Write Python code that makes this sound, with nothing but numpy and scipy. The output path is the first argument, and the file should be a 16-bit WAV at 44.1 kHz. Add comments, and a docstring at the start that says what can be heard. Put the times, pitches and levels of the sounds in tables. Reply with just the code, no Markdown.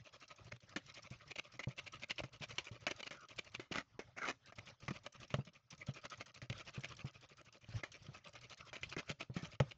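"""A metal fork mashes and stirs a wet mixture in a hand-held bowl, close by in a kitchen.
It beats to and fro in runs of about twelve strokes a second. Each stroke is shaped noise: it peels free
with a crackle, squishes, ticks wetly and, the harder it is, grazes the bowl. Now and then the tines skid
or clack as bursts of tiny slips, and the pushed bowl thumps as short decaying tones.
Air pockets ring with gliding tones, the mash rustles softly, and the walls add a faint echo."""
import sys
import numpy as np
from scipy import signal
from scipy.fft import rfft, irfft, next_fast_len
from scipy.io import wavfile
from scipy.ndimage import uniform_filter1d, map_coordinates

SR = 44100
rng = np.random.default_rng(int(sys.argv[2]) if len(sys.argv) > 2 else 0)


def wrap_up_sound(samples):
    """Save the sound to the file named by the first command line argument, as 16-bit audio."""
    columns = np.atleast_2d(samples).T
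    # keep every value between -1 and 1, then stretch to whole-number steps
    tamed = np.clip(columns, -1, 1)
    steps = np.round(tamed * 32767).astype(np.int16)
    wavfile.write(sys.argv[1], SR, steps)


N = 430857
TOP_HZ = 8200  # nearly nothing sounds above this
SIZE = 16384  # samples in one short sound
AGE = np.arange(SIZE) / SR  # time since a short sound began [s]
HZ = np.fft.rfftfreq(SIZE, 1 / SR)

# All levels in the tables are relative: the layers scale them further.
# how long the echo of the walls takes to fade by 60 dB: (frequency [Hz], fade time [s])
ECHO_FADE = [(120, 0.26), (2000, 0.17), (8000, 0.31)]
# colour of the soft rustle of the mash: (frequency [Hz], level [dB])
RUSTLE_COLOUR = [(25, -8.5), (120, 8), (250, -18), (600, -16), (1300, -14.5), (6000, -22.5), (8000, -43.5)]
# resonances of the air inside the bowl: (frequency [Hz], width [Hz], level [dB])
BOWL_AIR = [(582, 96, -2), (1247, 55, 1.5)]
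# air pockets open behind the fork: (centre [s], length [s], start pitch [Hz], end pitch [Hz], level [dB])
AIR_POCKETS = [(3.23, .17, 1490, 1107, -61.5), (3.962, .048, 1300, 890, -73.5),
               (4.097, 0.051, 700, 683, -71), (4.242, 0.062, 1560, 1226, -43.5),
               (4.465, 0.051, 1660, 1680, -69), (5.823, 0.0122, 2150, 2160, -42),
               (7.839, 0.009, 1950, 1890, -38), (8.648, 0.098, 1387, 1124, -64)]
# how freely the bowl rocks in the hand: (time [s], level [dB])
BOWL_ROCKING = [(0, -20), (.55, -3), (2.4, -3.5), (3.2, -6), (4.7, 5), (7.5, -2.5), (9.7, -0.5)]
# the bowl is shoved or knocked hard: (time [s], pitch [Hz], level [dB])
HARD_KNOCKS = [(.528, 120, -44), (.762, 357, -39), (.762, 193, -37), (1.11, 127, -39), (1.671, 129, -28.5),
               (2.203, 616, -31.5), (2.238, 127, -37.5), (2.408, 141, -40.5), (2.712, 112, -39.5),
               (3.596, 365, -35.5), (3.712, 360, -36.5), (3.714, 167, -37.5), (3.993, 470, -35),
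               (4.884, 134, -34), (4.908, 191, -32), (5.34, 138, -26.5), (5.343, 592, -27),
               (5.386, 137, -28), (5.887, 135, -30.5), (6.425, 125, -40.5), (6.5, 124, -32.5),
               (6.778, 132, -34), (7.045, 135, -32), (7.687, 111, -42), (8.086, 134, -40),
               (8.966, 384, -31), (8.968, 163, -37.5), (9.101, 144, -35.5), (9.298, 128, -35.5),
               (9.365, 180, -29.5), (9.43, 161, -35), (9.604, 138, -18.5), (9.605, 577, -20)]
# the fork strikes the bowl: (time [s], time to fade by 60 dB [s], tine level [dB], bowl wall level [dB])
FORK_BLOWS = [(.761, 0.078, -37.5, -34.5), (1.593, 0.094, -44, -38), (2.181, 0.051, -41, -62),
              (2.236, .052, -52, -43), (2.582, 0.073, -32.5, -44.5), (2.867, .034, -31, -30.5),
              (2.879, 0.031, -49, -35.5), (3.029, 0.029, -40.5, -52), (3.108, 0.17, -47, -43.5),
              (3.597, 0.18, -50, -48), (3.992, 0.13, -54.5, -43), (4.523, 0.038, -72, -50.5),
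              (4.881, 0.053, -44, -36.5), (4.907, 0.039, -45, -42.5), (5.304, 0.15, -48.5, -54.5),
              (5.341, 0.02, -35.5, -33.5), (5.816, 0.16, -59, -71), (6.417, 0.1, -56, -48),
              (6.499, 0.011, -38, -45), (7.835, .13, -46, -42.5), (8.73, 0.21, -51, -45),
              (8.832, 0.058, -36, -51), (8.965, 0.035, -61, -40.5), (9.365, 0.25, -50.5, -43.5),
              (9.601, 0.013, -34, -29)]
# hard skids of the tines over the bowl: (centre [s], length [s], tine level [dB], bowl wall level [dB])
HARD_SKIDS = [(0.522, 0.011, -58, -47), (1.313, 0.02, -48, -56), (1.362, 0.0079, -44, -52),
              (1.391, 0.016, -41, -51), (1.638, 0.013, -43.5, -60), (1.791, 0.019, -42, -52),
              (1.874, 0.019, -47.5, -59), (2.03, 0.026, -45, -51), (2.109, 0.019, -37.5, -57),
              (2.196, 0.021, -41.5, -47.5), (2.435, 0.032, -43, -49), (2.911, .021, -46, -47.5),
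              (3.002, 0.018, -49, -51.5), (3.072, 0.017, -45, -51), (3.391, 0.02, -44.5, -54),
              (3.552, 0.019, -45, -54), (3.723, 0.014, -40.5, -45), (3.77, 0.073, -49, -42),
              (4.183, 0.029, -69, -46), (4.25, .075, -54, -44), (4.296, 0.038, -44, -41),
              (4.59, .013, -52.5, -51.5), (5.064, .017, -50, -47), (6.053, 0.021, -52.5, -49),
              (6.214, 0.024, -52, -49), (6.528, 0.0097, -46, -53), (6.849, 0.023, -45.5, -53),
              (8.763, 0.016, -45, -52), (8.992, 0.025, -43.5, -43), (9.107, .03, -44.5, -46.5),
              (9.216, .027, -45.5, -50), (9.715, 0.021, -50, -58.5)]
# colour of the fork's tines: (frequency [Hz], level [dB])
TINE_COLOUR = [(150, -17.5), (350, -16), (1000, -18.5), (1800, -13.5), (2050, -0.5), (2400, 3.5),
               (2650, -3), (2900, -1.5), (3400, -9.5), (4000, -11.5), (5500, -19.5), (7000, -21.5),
               (8000, -42.5)]
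# colour of the bowl wall: (frequency [Hz], level [dB])
WALL_COLOUR = [(100, -7), (250, -3.5), (380, -1), (470, -7), (590, 1.5), (780, -8.5), (1050, -7.5),
               (1220, -2), (1550, -6), (2200, 2), (3300, -26), (6500, -18.5), (8000, -46)]
# colour of the squishing mash: (frequency [Hz], level [dB])
MASH_COLOUR = [(150, -12), (350, -3.5), (430, -6.5), (590, 0), (780, -11.5), (1220, -1), (1700, -9),
               (2450, -0.5), (3600, -9), (6000, -14), (7000, -21.5), (8000, -50.5)]
# colour of the fork peeling off the mash: (frequency [Hz], level [dB])
PEEL_COLOUR = [(300, -30), (1500, -6), (3500, -1), (6300, 0), (7300, -9.5), (8000, -21)]
# runs of even back-and-forth strokes: (first stroke [s], last stroke [s], number of strokes [count])
STROKE_RUNS = [(0.072, 0.719, 9), (0.894, 1.546, 9), (1.712, 3.549, 24), (4.488, 4.686, 3),
               (4.834, 4.895, 2), (4.962, 5.155, 3), (5.23, 5.559, 5), (5.732, 7.793, 27),
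               (7.952, 8.272, 4), (8.362, 9.007, 9), (9.091, 9.22, 2), (9.367, 9.711, 5)]
# how hard the hand bears on the fork: (time [s], effort [dB])
HAND_EFFORT = [(0.07, -58), (0.64, -61.5), (0.9, -57), (1.54, -60.5), (1.95, -57), (2.03, -57.5),
               (2.35, -58), (2.67, -52), (2.83, -60.5), (2.99, -51.5), (3.23, -57.5), (4.84, -60.5),
               (5.07, -54.5), (5.55, -63.5), (5.81, -53.5), (6.28, -57.5), (7.08, -55.5), (7.16, -61),
               (8.92, -54), (9.32, -52), (9.44, -51), (9.55, -59.5)]

# a stroke: typical length, spread of lengths (share), scatter of strengths
STROKE_S, STROKE_SPREAD, STROKE_SCATTER_DB = .045, .08, 2
# a stroke about this near to a hard skid or blow meets bare bowl and less mash, so its effort drops
BARE_S, BARE_DB = 0.026, -6.5
MASH_DB = -3.5  # the squish of a stroke, relative to its effort
# effort at which the tines fully reach the bowl; extra dB of scraping lost for each dB below it
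REACH_DB, BITE = -50.5, 0.94
GRAZE_S, GRAZE_TINE_DB, GRAZE_WALL_DB = .02, 1.5, -2.5  # light scrape: length, levels relative to its effort
JOLT_HZ, JOLT_DB, JOLT_LEAD_S = 125, -52.5, .004  # jolt of every second stroke: pitch, level, lead
PLOP_HZ, PLOP_DB, PLOPS = 363, -57, 24  # soft knocks through the mash: pitch, level, how many
# the fork tears free ahead of each stroke: lead, scatter, time to fade by 60 dB, level relative to the effort
PEEL_LEAD_S, PEEL_SCATTER_S, PEEL_T60_S, PEEL_DB = .03, 0.006, 0.061, 1.5


def amp(db):
    """Decibels to gain."""
    return 10 ** (np.asarray(db) / 20)


def unit(x):
    """Scale to an average strength (rms) of 1."""
    return x / np.sqrt(np.mean(x ** 2) + 1e-20)


def along(points, hz):
    """Read a (frequency, value) table between its points, on a log frequency axis."""
    f, v = np.transpose(points)
    return np.interp(np.log(hz + 1), np.log(f + 1), v)


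def wobble(position):
    """A smooth random curve with one new random value per unit of position."""
    knots = rng.standard_normal(int(position.max()) + 4)
    return map_coordinates(knots, [position], mode="nearest")


def add(track, s, sound):
    """Mix a sound into the track from time s on, cut to fit."""
    start = round(s * SR)
    part = sound[max(-start, 0):max(N - start, 0)]
    track[max(start, 0):][:len(part)] += part


def body(push, colour):
    """A resonant body answers a push; its peaks shift with the point of contact. Keeps the push's energy."""
    ripple_db = 3.5 * np.tanh(wobble(np.sqrt(HZ) / 2))
    gain = amp(along(colour, HZ) + ripple_db) * HZ / (HZ + 60)
    # folding the cepstrum makes the body answer after the push, not before it
    cepstrum = irfft(np.log(np.maximum(gain, 1e-6)))
    cepstrum[1:SIZE // 2] *= 2
    cepstrum[SIZE // 2 + 1:] = 0
    response = np.exp(rfft(cepstrum))
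    return unit(irfft(rfft(push) * response)) * np.std(push)


def grains(envelope, rate, hiss):
    """Tiny random slips or snaps (rate per second) over a smooth hiss, with the energy of the envelope."""
    slips = (rng.random(SIZE) < rate / SR) * rng.standard_normal(SIZE)
    texture = unit(slips) + hiss * rng.standard_normal(SIZE)
    return unit(envelope * texture) * np.sqrt(np.mean(envelope ** 2))


def swell(length, order=2):
    """Pressure of one stroke, which peaks 2 lengths after its start; a higher order is squarer."""
    return np.exp(-np.abs(2 * (AGE - 2 * length) / length) ** order)


def shifting(x):
    """Small cavities in the mash open and close, so its resonances keep moving."""
    z = signal.stft(x, nperseg=512)[2]
    across_pitch = uniform_filter1d(rng.standard_normal(z.shape), size=7, axis=0)
    field = uniform_filter1d(across_pitch, size=4, axis=1)
    moved = signal.istft(z * amp(4 * unit(field)), nperseg=512)[1][:N]
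    return unit(moved) * np.std(x)


def kitchen(x):
    """A short blurred echo from the walls: noise that fades at its own speed for each pitch."""
    hz, t, z = signal.stft(rng.standard_normal(SIZE), SR, nperseg=256)
    fade = amp(-60 * t / along(ECHO_FADE, hz)[:, None])
    tail = signal.istft(z * fade, SR, nperseg=256)[1]
    return signal.fftconvolve(x, tail / np.linalg.norm(tail))[:N]


def hollow(x):
    """The bowl's air adds two steady resonances to the soft sounds inside it."""
    out = x
    for hz, width, db in BOWL_AIR:
        b, a = signal.iirpeak(hz, hz / width, fs=SR)
        out = out + amp(db) * signal.lfilter(b, a, x)
    return out


def settling(mash):
    """Stirred mash keeps creeping and rustling around the strokes, and falls almost silent at rest."""
    hz = np.fft.rfftfreq(N, 1 / SR)
    noise = unit(irfft(rfft(rng.standard_normal(N)) * amp(along(RUSTLE_COLOUR, hz)), N))
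    stirred = np.sqrt(np.abs(uniform_filter1d(mash ** 2, size=SR // 6)))
    level = amp(-73) + amp(-14) * stirred
    unrest = amp(7.05 * wobble(np.arange(N) / SR * 18))
    return shifting(noise) * level * unrest


def pockets():
    """A hollow in the mash rings narrowly and glides as its size changes."""
    out = np.zeros(N)
    for s, length, start_hz, end_hz, db in AIR_POCKETS:
        pitch = np.interp(AGE - 2 * length, [-length / 2, length / 2], [start_hz, end_hz])
        knots = AGE * 430
        flutter = wobble(knots) + 1j * wobble(knots)
        tone = (flutter * np.exp(2j * np.pi * np.cumsum(pitch) / SR)).real
        add(out, s - 2 * length, amp(db) * swell(length) * unit(tone))
    return out


def rocking_db(s):
    """How much the bowl gives in the hand at time s."""
    return np.interp(s, *np.transpose(BOWL_ROCKING))


def handling(beat, nudge_db=-70):
    """Every stroke also nudges the bowl softly in the hand: a swell of low noise."""
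    out = np.zeros(N)
    nudge = [(25, -5), (70, -12.5), (125, 0.0), (200, -10), (900, -52.5)]  # (frequency [Hz], level [dB])
    for s, length, _ in beat:
        level_db = nudge_db + rocking_db(s) + 2 * rng.standard_normal()
        push = swell(length) * rng.standard_normal(SIZE)
        add(out, s - 2 * length, amp(level_db) * body(push, nudge))
    return out


def jolts(beat, pitch_spread=0.15, scatter_db=2.0):
    """Each push stroke rocks the bowl, and now and then a stroke plops: rows like HARD_KNOCKS."""
    pushes = [(s - JOLT_LEAD_S, JOLT_HZ, JOLT_DB + rocking_db(s)) for s, _, _ in beat[1::2]]
    chosen = beat[np.argsort(rng.random(len(beat)))[:PLOPS]]
    plops = [(s, PLOP_HZ, PLOP_DB) for s, _, _ in chosen]
    return [(s, hz * np.exp(pitch_spread * rng.standard_normal()), db + scatter_db * rng.standard_normal())
            for s, hz, db in pushes + plops]


def thumps(knocks, cycles=11, rise=0.25, upper_db=-12, upper_ratio=1.4, slap_db=-17):
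    """The loaded bowl rings for a few cycles: low when shoved, higher when the fork knocks through."""
    out = np.zeros(N)
    slap_band = signal.butter(2, [150, 600], "band", fs=SR, output="sos")
    for s, hz, db in knocks:
        turns = hz * AGE
        ring = np.sin(2 * np.pi * turns) + amp(upper_db) * np.sin(2 * np.pi * turns * upper_ratio)
        # the mash slaps dully against the wall with each jolt
        slap = unit(signal.sosfilt(slap_band, rng.standard_normal(SIZE)))
        shape = amp(db - 60 * turns / cycles) * (1 - np.exp(-turns / rise))
        add(out, s, shape * (ring + amp(slap_db) * slap))
    return out


def clacks():
    """A blow is a brief rattle of the tines, damped at once by the mash."""
    out = np.zeros(N)
    for s, t60, tine_db, wall_db in FORK_BLOWS:
        first_touch = 0.72 * np.exp(-AGE / 0.0065)
        rattle = grains(0.68 * amp(-60 * AGE / t60) + first_touch, rate=2800, hiss=1.0)
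        add(out, s, amp(tine_db) * body(rattle, TINE_COLOUR) + amp(wall_db) * body(rattle, WALL_COLOUR))
    return amp(-3.0) * out


def grazes(beat):
    """The harder a stroke, the more its tines graze the bowl: rows like HARD_SKIDS."""
    touches = [(s, db + BITE * min(db - REACH_DB, 0)) for s, _, db in beat]
    return [(s, GRAZE_S, db + GRAZE_TINE_DB, db + GRAZE_WALL_DB) for s, db in touches]


def scrapes(skids):
    """The tines stick and slip; the same slips sound the fork and the bowl wall."""
    out = np.zeros(N)
    for s, length, tine_db, wall_db in skids:
        chatter = amp(4.4 * wobble(AGE * 350))
        slips = grains(swell(length, order=2.5) * chatter, rate=3500, hiss=0.7)
        tines = amp(tine_db) * body(slips, TINE_COLOUR)
        wall = amp(wall_db) * body(slips, WALL_COLOUR)
        add(out, s - 2 * length, tines + wall)
    return amp(-1.8) * out


def wet_ticks(beat, count=2, tick_db=-5, reach=.7):
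    """Around each stroke a few wet films snap: tiny soft ticks, each at its own pitch."""
    out = np.zeros(N)
    t = AGE[:SR // 60]
    for s, length, db in beat:
        for when, width, strength in np.tanh(rng.standard_normal((count, 3))):
            hz = 5300 * np.exp(.18 * width)
            life = t / .0007  # each tick peaks about 0.7 ms after it starts
            tick = wobble(t * hz / 2) * np.sin(2 * np.pi * hz * t) * life * np.exp(1 - life)
            add(out, s + reach * length * when, amp(db + tick_db + 1.7 * strength) * tick)
    return out


def peels(beat, scatter_db=3, attack_s=0.0025, crackle_db=5, snaps_per_s=260):
    """As the fork turns round it peels off the wet mash with a sudden, bright crackle."""
    envelope = np.zeros(N)
    shape = (1 - np.exp(-AGE / attack_s)) * amp(-60 * AGE / PEEL_T60_S)
    chance = np.tanh(rng.standard_normal((len(beat), 2)))
    for (s, _, db), (late, harder) in zip(beat, chance):
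        start = s - PEEL_LEAD_S + PEEL_SCATTER_S * late
        add(envelope, start, amp(db + PEEL_DB + scatter_db * harder) * shape)
    size = next_fast_len(N)
    colour = amp(along(PEEL_COLOUR, np.fft.rfftfreq(size, 1 / SR)))
    fizz = unit(irfft(rfft(rng.standard_normal(size)) * colour, size)[:N])
    crackle = unit(amp(crackle_db * np.tanh(wobble(np.arange(N) / SR * snaps_per_s))))
    return envelope * crackle * shifting(fizz)


def squishes(beat):
    """Wet fibres shear under the fork in lumps."""
    out = np.zeros(N)
    for s, length, db in beat:
        lumps = amp(4.5 * np.tanh(wobble(AGE * 130)))
        snaps = grains(swell(length, order=3) * lumps, rate=700, hiss=.9)
        add(out, s - 2 * length, amp(db) * body(snaps, MASH_COLOUR))
    return amp(MASH_DB) * shifting(out)


def strokes():
    """Every stroke of the fork through the mash: rows of (centre [s], length [s], effort [dB])."""
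    runs = [np.linspace(first, last, int(round(number))) for first, last, number in STROKE_RUNS]
    s = np.concatenate(runs)
    longer, harder = rng.standard_normal((len(s), 2)).T
    contacts = np.array([row[0] for row in HARD_SKIDS + FORK_BLOWS])
    nearest_s = np.abs(s[:, None] - contacts).min(axis=1)
    bare = np.exp(-(nearest_s / BARE_S) ** 2)
    effort_db = np.interp(s, *np.transpose(HAND_EFFORT)) + STROKE_SCATTER_DB * harder + BARE_DB * bare
    return np.column_stack([s, STROKE_S * np.exp(STROKE_SPREAD * longer), effort_db])


def scene():
    """Fork, mash and bowl, close up in the room."""
    beat = strokes()
    mash = squishes(beat)
    fork = scrapes(HARD_SKIDS + grazes(beat)) + clacks()
    bowl = thumps(HARD_KNOCKS + jolts(beat)) + handling(beat)
    soft = hollow(mash + settling(mash)) + peels(beat) + wet_ticks(beat) + pockets()
    near = fork + bowl + soft
    return (near + amp(-20.5) * kitchen(near))[None]


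def record(dry, low_hz=45):
    """Thin the deep bass gently and cut steeply above the top frequency."""
    hz = np.fft.rfftfreq(N, 1 / SR)
    thinned = rfft(dry) * 1j * hz / (low_hz + 1j * hz)
    return irfft(thinned / (1 + (hz / TOP_HZ) ** 80), N)


dry = scene()
out = record(dry)
wrap_up_sound(out)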